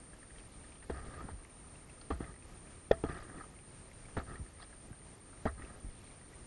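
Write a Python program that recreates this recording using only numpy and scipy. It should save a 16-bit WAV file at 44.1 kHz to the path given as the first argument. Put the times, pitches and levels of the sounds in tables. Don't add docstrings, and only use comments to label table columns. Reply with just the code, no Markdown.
import sys
import numpy as np
from scipy import signal
from scipy.fft import rfft, irfft, next_fast_len
from scipy.io import wavfile
from scipy.ndimage import uniform_filter1d

SR = 44100
rng = np.random.default_rng(int(sys.argv[2]) if len(sys.argv) > 2 else 0)


def inscribe(sig):
    pcm = np.round(np.clip(np.atleast_2d(sig).T, -1, 1) * 32767)
    wavfile.write(sys.argv[1], SR, pcm.astype(np.int16))


N = 284886

# (frequency [Hz], relative level [dB])
RUMBLE_COLOUR = [(12, -52.5), (20, 0), (64, 1), (87, -2), (139, -4), (228, -8.5), (265, -9), (332, -10.5),
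                 (1070, -19.5), (1240, -21), (1440, -23), (1940, -22.5), (3520, -29.5), (4190, -30),
                 (7600, -30.5), (9880, -42.5), (16700, -120)]
# (frequency [Hz], relative level [dB])
RIPPLE_COLOUR = [(1150, 3), (1300, 5), (1550, -6), (1900, 6.5), (2500, -3), (3200, -11.5), (4300, -4),
                 (5200, -13)]
# (centre [Hz], level [dB], swing [Hz], jitter [Hz])
WARBLE_TONES = [(9127, -63, 116, 190), (8854, -64.5, 152, 370)]
# (pitch [Hz], level [dB])
STEADY_TONES = [(8830, -74), (8905, -74)]
LULL_STARTS = [0.144, 0.476, 0.852, 1.177, 1.45, 1.85, 2.15, 2.46, 2.5, 2.887, 3.186, 3.5, 3.89, 4.186,
               4.49, 4.876, 5.156, 5.425, 5.757, 5.995, 6.295]
# (frequency [Hz], relative level [dB])
HISS_COLOUR = [(8300, -10), (8800, -20), (9300, 9), (9700, -3.5), (11000, 1.5), (11900, -11.5)]
# (time [s], length [s], first level [dB], last level [dB], brightness [dB])
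BLADE_PULLS = [(0.931, 0.35, -60, -57, -3), (2.198, 0.11, -61, -65, -4.5), (3.086, .12, -51, -50, 2),
               (3.219, .19, -59.5, -54, 0), (4.263, .11, -53, -60, -1), (4.578, 0.054, -65, -56.5, 12),
               (5.574, 0.21, -55, -69.5, -4)]
# (time [s], length [s], level [dB])
BLADE_TRICKLES = [(0.36, 0.83, -75.5), (2.52, .06, -73), (5.884, .25, -70)]
# (frequency [Hz], relative level [dB])
HULL_PUSH_COLOUR = [(20, -5), (45, -1), (100, -3.5), (170, -17.5), (400, -54)]
# (frequency [Hz], relative level [dB])
BIG_BUBBLE_COLOUR = [(130, 0.5), (220, 2), (380, 3), (520, -1.5), (680, -10), (900, -8.5)]
# (frequency [Hz], relative level [dB])
FINE_BUBBLE_COLOUR = [(2200, 18.5), (2700, 12.7), (3300, 13), (4300, 16.4), (6000, 4.7)]
# (pitch [Hz], relative level [dB], t60 [s])
DECK_MODES = [(705, -8.5, 0.031), (1229, 0, 0.029), (1346, -1, 0.015), (1610, -1.5, 0.014),
              (1880, 1, 0.011), (2020, -4.5, 0.0092)]
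# (time [s], level [dB], pitch [Hz])
BLADE_DROPS = [(0.229, -51, 1800), (0.306, -54.5, 1860), (0.359, -54.5, 1850), (0.383, -51.5, 3100),
               (0.641, -55, 1740), (0.825, -49, 1850), (1.138, -44, 1600), (1.206, -40.5, 1260),
               (1.449, -53, 2100), (2.013, -49, 4330), (2.242, -46, 1990), (3.408, -42, 1270),
               (3.438, -46.5, 1210), (4.054, -52, 2230), (4.356, -45.5, 1820), (4.600, -48.5, 1220),
               (4.727, -50.5, 1640), (5.620, -44, 1890)]
# (time [s], level [dB], first pitch [Hz], growth of the radius [m/s], length [s])
AIR_POCKETS = [(0.8962, -29.5, 694, .42, 0.013), (1.235, -40.5, 302, 0.48, 0.022),
               (1.2878, -42, 1200, 0.14, .005), (1.290, -42.5, 361, 0.71, 0.093),
               (2.103, -35.5, 515, 0.46, 0.018), (2.1062, -33, 1310, 0.11, .009),
               (2.206, -27.5, 338, 0.015, 0.0034), (3.036, -28, 480, 0.46, 0.014),
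               (4.166, -36.5, 788, 0.53, .023), (4.389, -37, 248, 1.22, 0.048),
               (4.899, -41.5, 425, 0.61, 0.027), (5.4535, -27, 563.6, -.15, 0.013),
               (5.456, -30, 259, 0.27, .012), (5.832, -38, 112, 1.25, 0.073)]
# (time [s], splash [dB], fade [s], hull ring [dB], thump [dB], surge [dB])
BLADE_SLAPS = [(0.8967, -36.5, 0.011, -43.5, -31, -37), (1.2853, -41.5, 0.004, -64, -42, -58),
               (2.1035, -33.5, 0.016, -40.5, -27.5, -37.5), (2.2036, -48, 0.024, -50, -36, -52),
               (2.9102, -30.5, 0.011, -31.5, -20.5, -46), (3.0369, -30, 0.0039, -41.5, -25, -46),
               (4.1670, -30, 0.016, -41, -41, -47.5), (5.4535, -31.5, 0.0077, -39, -27.5, -38)]
# (frequency [Hz], relative level [dB])
BURST_COLOUR = [(100, 10.5), (400, -14.5), (800, 1), (1050, -11.5), (1400, -3.5), (2000, -14.5),
                (2600, -20.5), (3500, -23), (5000, -33), (8000, -36)]
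# (pitch [Hz], relative level [dB], t60 [s])
HULL_MODES = [(182, -23, .1), (408, 0, 0.071), (645, -21, 0.33), (665, -2.5, 0.18), (793, 4, 0.05),
              (1210, -41, .11), (1470, -34, 0.1), (1838, -7.5, 0.064), (1990, -25, .08), (3246, -18, 0.095),
              (4600, -62, .05)]
# (pitch [Hz], relative level [dB], t60 [s])
THUMP_MODES = [(104, -21, 0.047), (204, 2, 0.018), (451, -2, 0.046), (1150, -15, 0.0035)]
# (pitch [Hz], relative level [dB], t60 [s])
CRACK_MODES = [(1800, -2.5, 0.0084), (3530, -1.5, 0.004), (5600, -3.5, 0.0015)]


def from_db(db):
    return 10 ** (np.asarray(db) / 20)


def rms_one(x):
    return x / np.sqrt(np.mean(x ** 2) + 1e-20)


def at_hz(colour, hz):
    f, db = np.transpose(colour)
    return np.interp(np.log(hz + 1e-6), np.log(f), db)


def noise(colour):
    size = next_fast_len(N)
    gain = from_db(at_hz(colour, np.fft.rfftfreq(size, 1 / SR)))
    return rms_one(irfft(rfft(rng.standard_normal(size)) * gain, size)[:N])


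def drift(per_s):
    knots = rng.standard_normal(N // 8)
    return np.interp(np.arange(N) / SR * per_s, np.arange(len(knots)), knots)


def sine(hz):
    return np.sin(2 * np.pi * np.cumsum(hz) / SR)


def ring(clicks, hz, t60):
    r, w = from_db(-60 / (t60 * SR)), 2 * np.pi * hz / SR
    return signal.lfilter([0, np.sin(w)], [1, -2 * r * np.cos(w), r * r], clicks + 1e-18)


def struck(blows, modes):
    return sum((-1) ** k * from_db(db) * ring(blows, hz, t60) for k, (hz, db, t60) in enumerate(modes))


def event_time():
    return np.arange(SR // 2) / SR


def add(out, start, sound):
    at = max(round(start * SR), 0)
    out[at:at + len(sound)] += sound[:len(out) - at]


def throb(hz, swell_s, fade_s):
    t = event_time()
    rise = np.sin(np.pi / 2 * np.minimum(t / swell_s, 1))
    fall = np.exp(-(np.maximum(t - swell_s, 0) / fade_s) ** 0.99)
    return -rise * fall * sine(hz)


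def flow(start, hold_s, attack_s=0.0074, release_s=0.014):
    t = np.arange(N) / SR - start
    return np.clip(t / attack_s, 0, 1) * np.exp(-np.maximum(t - hold_s, 0) / release_s)


def patter(per_s, spread_db):
    sizes = from_db(spread_db * np.minimum(rng.exponential(1, N), 4)) * rng.choice([-1, 1], N)
    return sizes * (rng.random(N) < per_s / SR)


def bubbles(colour, per_s, cycles, spread_db, pitch_count):
    births = patter(per_s, spread_db)
    slot = rng.integers(0, pitch_count, N)
    pitches = np.geomspace(colour[0][0], colour[-1][0], pitch_count)
    return rms_one(sum(from_db(at_hz(colour, hz)) * np.sqrt(hz) * ring(births * (slot == k), hz, cycles / hz)
                       for k, hz in enumerate(pitches)))


def rumble(level_db=-55.5, waver_db=1.2, top_hz=9200):
    wash = signal.sosfilt(signal.butter(16, top_hz, fs=SR, output="sos"), noise(RUMBLE_COLOUR))
    return from_db(level_db + waver_db * drift(14)) * wash


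def ripples(level_db=-75):
    return from_db(level_db) * bubbles(RIPPLE_COLOUR, per_s=220, cycles=52, spread_db=4.5, pitch_count=18)


def whine(load_hz=29.97, band_hz=(7800, 9450), lull_s=0.042, hiss_db=-70):
    t = np.arange(N) / SR
    in_lull = np.any([(t > start) & (t < start + lull_s) for start in LULL_STARTS], axis=0)
    lull = uniform_filter1d(in_lull.astype(float), size=130)
    load = -np.sin(2 * np.pi * load_hz * t + np.pi / 6)
    warble = sum(from_db(db) * rms_one(sine(hz + swing * load + 2 * jitter * np.tanh(drift(520) / 2)))
                 for hz, db, swing, jitter in WARBLE_TONES)
    warble = signal.sosfilt(signal.butter(6, band_hz, "band", fs=SR, output="sos"), (1 - lull) * warble)
    steady = sum(from_db(db) * rms_one(sine(hz + 5 * drift(23))) for hz, db in STEADY_TONES)
    hiss = uniform_filter1d(lull, size=1400) * from_db(hiss_db) * noise(HISS_COLOUR)
    return warble + steady + hiss


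def stirrings(churn_db=-17, churn_s=0.023, churn_bright_db=-2):
    t, stirs = np.arange(N) / SR, []
    for start, length, first_db, last_db, bright_db in BLADE_PULLS:
        ramp = from_db(np.interp(t, [start, start + length], [first_db, last_db]))
        stirs.append((ramp * flow(start, length), bright_db))
    for start, splash_db, *_ in BLADE_SLAPS:
        churn = flow(start, churn_s, attack_s=churn_s, release_s=churn_s)
        stirs.append((from_db(splash_db + churn_db) * churn, churn_bright_db))
    return stirs


def splashing():
    return rms_one(struck(patter(per_s=2500, spread_db=4), DECK_MODES))


def swirl(uneven_db=2.56, push_db=1.5, gurgle_db=1, spray_db=-15.5,
          bow_gurgle_db=-68.5, bow_splash_db=-72.5, bow_spray_db=-76.5):
    stirs, uneven = stirrings(), from_db(uneven_db * drift(30))
    low, mid, high = (uneven * sum(gain * from_db(tilt * bright_db) for gain, bright_db in stirs)
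                      for tilt in (-1, 0, 1))
    trickle = sum(from_db(db) * flow(start, length) for start, length, db in BLADE_TRICKLES)
    push = from_db(push_db) * low * noise(HULL_PUSH_COLOUR)
    gurgle = bubbles(BIG_BUBBLE_COLOUR, per_s=700, cycles=7.2, spread_db=2.5, pitch_count=16)
    splash = splashing()
    spray = bubbles(FINE_BUBBLE_COLOUR, per_s=500, cycles=55, spread_db=1.0, pitch_count=18)
    gurgle *= np.hypot(from_db(gurgle_db) * low, from_db(bow_gurgle_db))
    splash *= np.hypot(mid, from_db(bow_splash_db))
    spray *= np.hypot(from_db(spray_db) * high + trickle, from_db(bow_spray_db))
    return push + gurgle + splash + spray


def stray_drops(count=22, level_db=-54, spread_db=2, low_hz=1310, high_hz=3190):
    when, size, pitch = rng.random((count, 3)).T
    db = level_db + spread_db * (2 * size - 1)
    hz = low_hz * (high_hz / low_hz) ** pitch
    return list(zip(when * N / SR, db, hz))


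def drops(cycles=61, rise=0.14, tick_db=-7, tick_s=0.0086, attack_s=0.00025):
    out, t = np.zeros(N), event_time()
    for start, db, hz in list(BLADE_DROPS) + stray_drops():
        t60 = cycles / hz
        note = sine(hz * (1 + rise * np.minimum(t / t60, 1))) * from_db(-60 * t / t60)
        tick = rms_one(ring(rng.standard_normal(len(t)), hz, 4 / hz)) * np.exp(-t / tick_s)
        add(out, start, from_db(db) * (note + from_db(tick_db) * tick) * (1 - np.exp(-t / attack_s)))
    return out


def pockets(bubble_hz_m=3.26, swell_share=0.64, wobble=0.2, rough_db=4.0, breakup_s=0.0053):
    out, t = np.zeros(N), event_time()
    broken = 1 - np.exp(-(t / breakup_s) ** 2)
    for start, db, first_hz, growth, length in AIR_POCKETS:
        first_radius = bubble_hz_m / first_hz
        radius = np.maximum(first_radius + growth * t, first_radius / 2)
        hz = bubble_hz_m / radius * (1 + wobble * broken * drift(232)[:len(t)])
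        gain = from_db(db + rough_db * broken * drift(458)[:len(t)])
        swell_s = length * swell_share
        add(out, start, gain * throb(hz, swell_s, length - swell_s))
    return out


def slaps(attack_s=0.000932):
    out, blows, thumps, t = np.zeros(N), np.zeros(N), np.zeros(N), event_time()
    burst = noise(BURST_COLOUR)
    for start, splash_db, fade_s, ring_db, thump_db, _ in BLADE_SLAPS:
        at = round(start * SR)
        envelope = (1 - np.exp(-t / attack_s)) * np.exp(-np.maximum(t - 2 * attack_s, 0) / fade_s)
        add(out, start, from_db(splash_db) * burst[at:at + len(t)] * envelope)
        add(blows, start + attack_s, from_db([ring_db]))
        add(thumps, start + attack_s, from_db([thump_db]))
    return out + struck(blows, HULL_MODES) + struck(thumps, THUMP_MODES)


def surges(centre_hz=68.2, sag=0.27, sag_s=0.039, wobble=0.28):
    out, t = np.zeros(N), event_time()
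    for start, *_, db in BLADE_SLAPS:
        hz = centre_hz * (1 + sag * (2 * np.exp(-t / sag_s) - 1) + wobble * drift(51)[:len(t)])
        add(out, start, from_db(db) * throb(hz, swell_s=0.032, fade_s=0.078))
    return out


def knock(start=2.9105, note_db=-12, centre_hz=526, sag=0.079, sag_s=0.0043,
          grit_db=-41.5, grit_delay_s=0.00117, grit_s=0.0066):
    note, grit, t = np.zeros(N), np.zeros(N), event_time()
    hz = centre_hz * (1 + sag * (2 * np.exp(-t / sag_s) - 1))
    add(note, start, from_db(note_db) * throb(hz, swell_s=0.00464, fade_s=0.001))
    contact = np.sin(np.pi * np.minimum(t / grit_s, 1))
    add(grit, start + grit_delay_s, from_db(grit_db) * rng.uniform(-1.2, 1, len(t)) * contact)
    return note + struck(grit, CRACK_MODES)


def scene(housing_hz=6200):
    water = pockets() + slaps() + knock() + surges() + drops() + swirl() + ripples()
    water = signal.sosfilt(signal.butter(4, housing_hz, fs=SR, output="sos"), water)
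    return (water + rumble() + whine())[None]


def record(dry):
    return signal.sosfilt(signal.ellip(10, .1, 80, 11700, fs=SR, output="sos"), dry)


dry = scene()
out = record(dry)
inscribe(out)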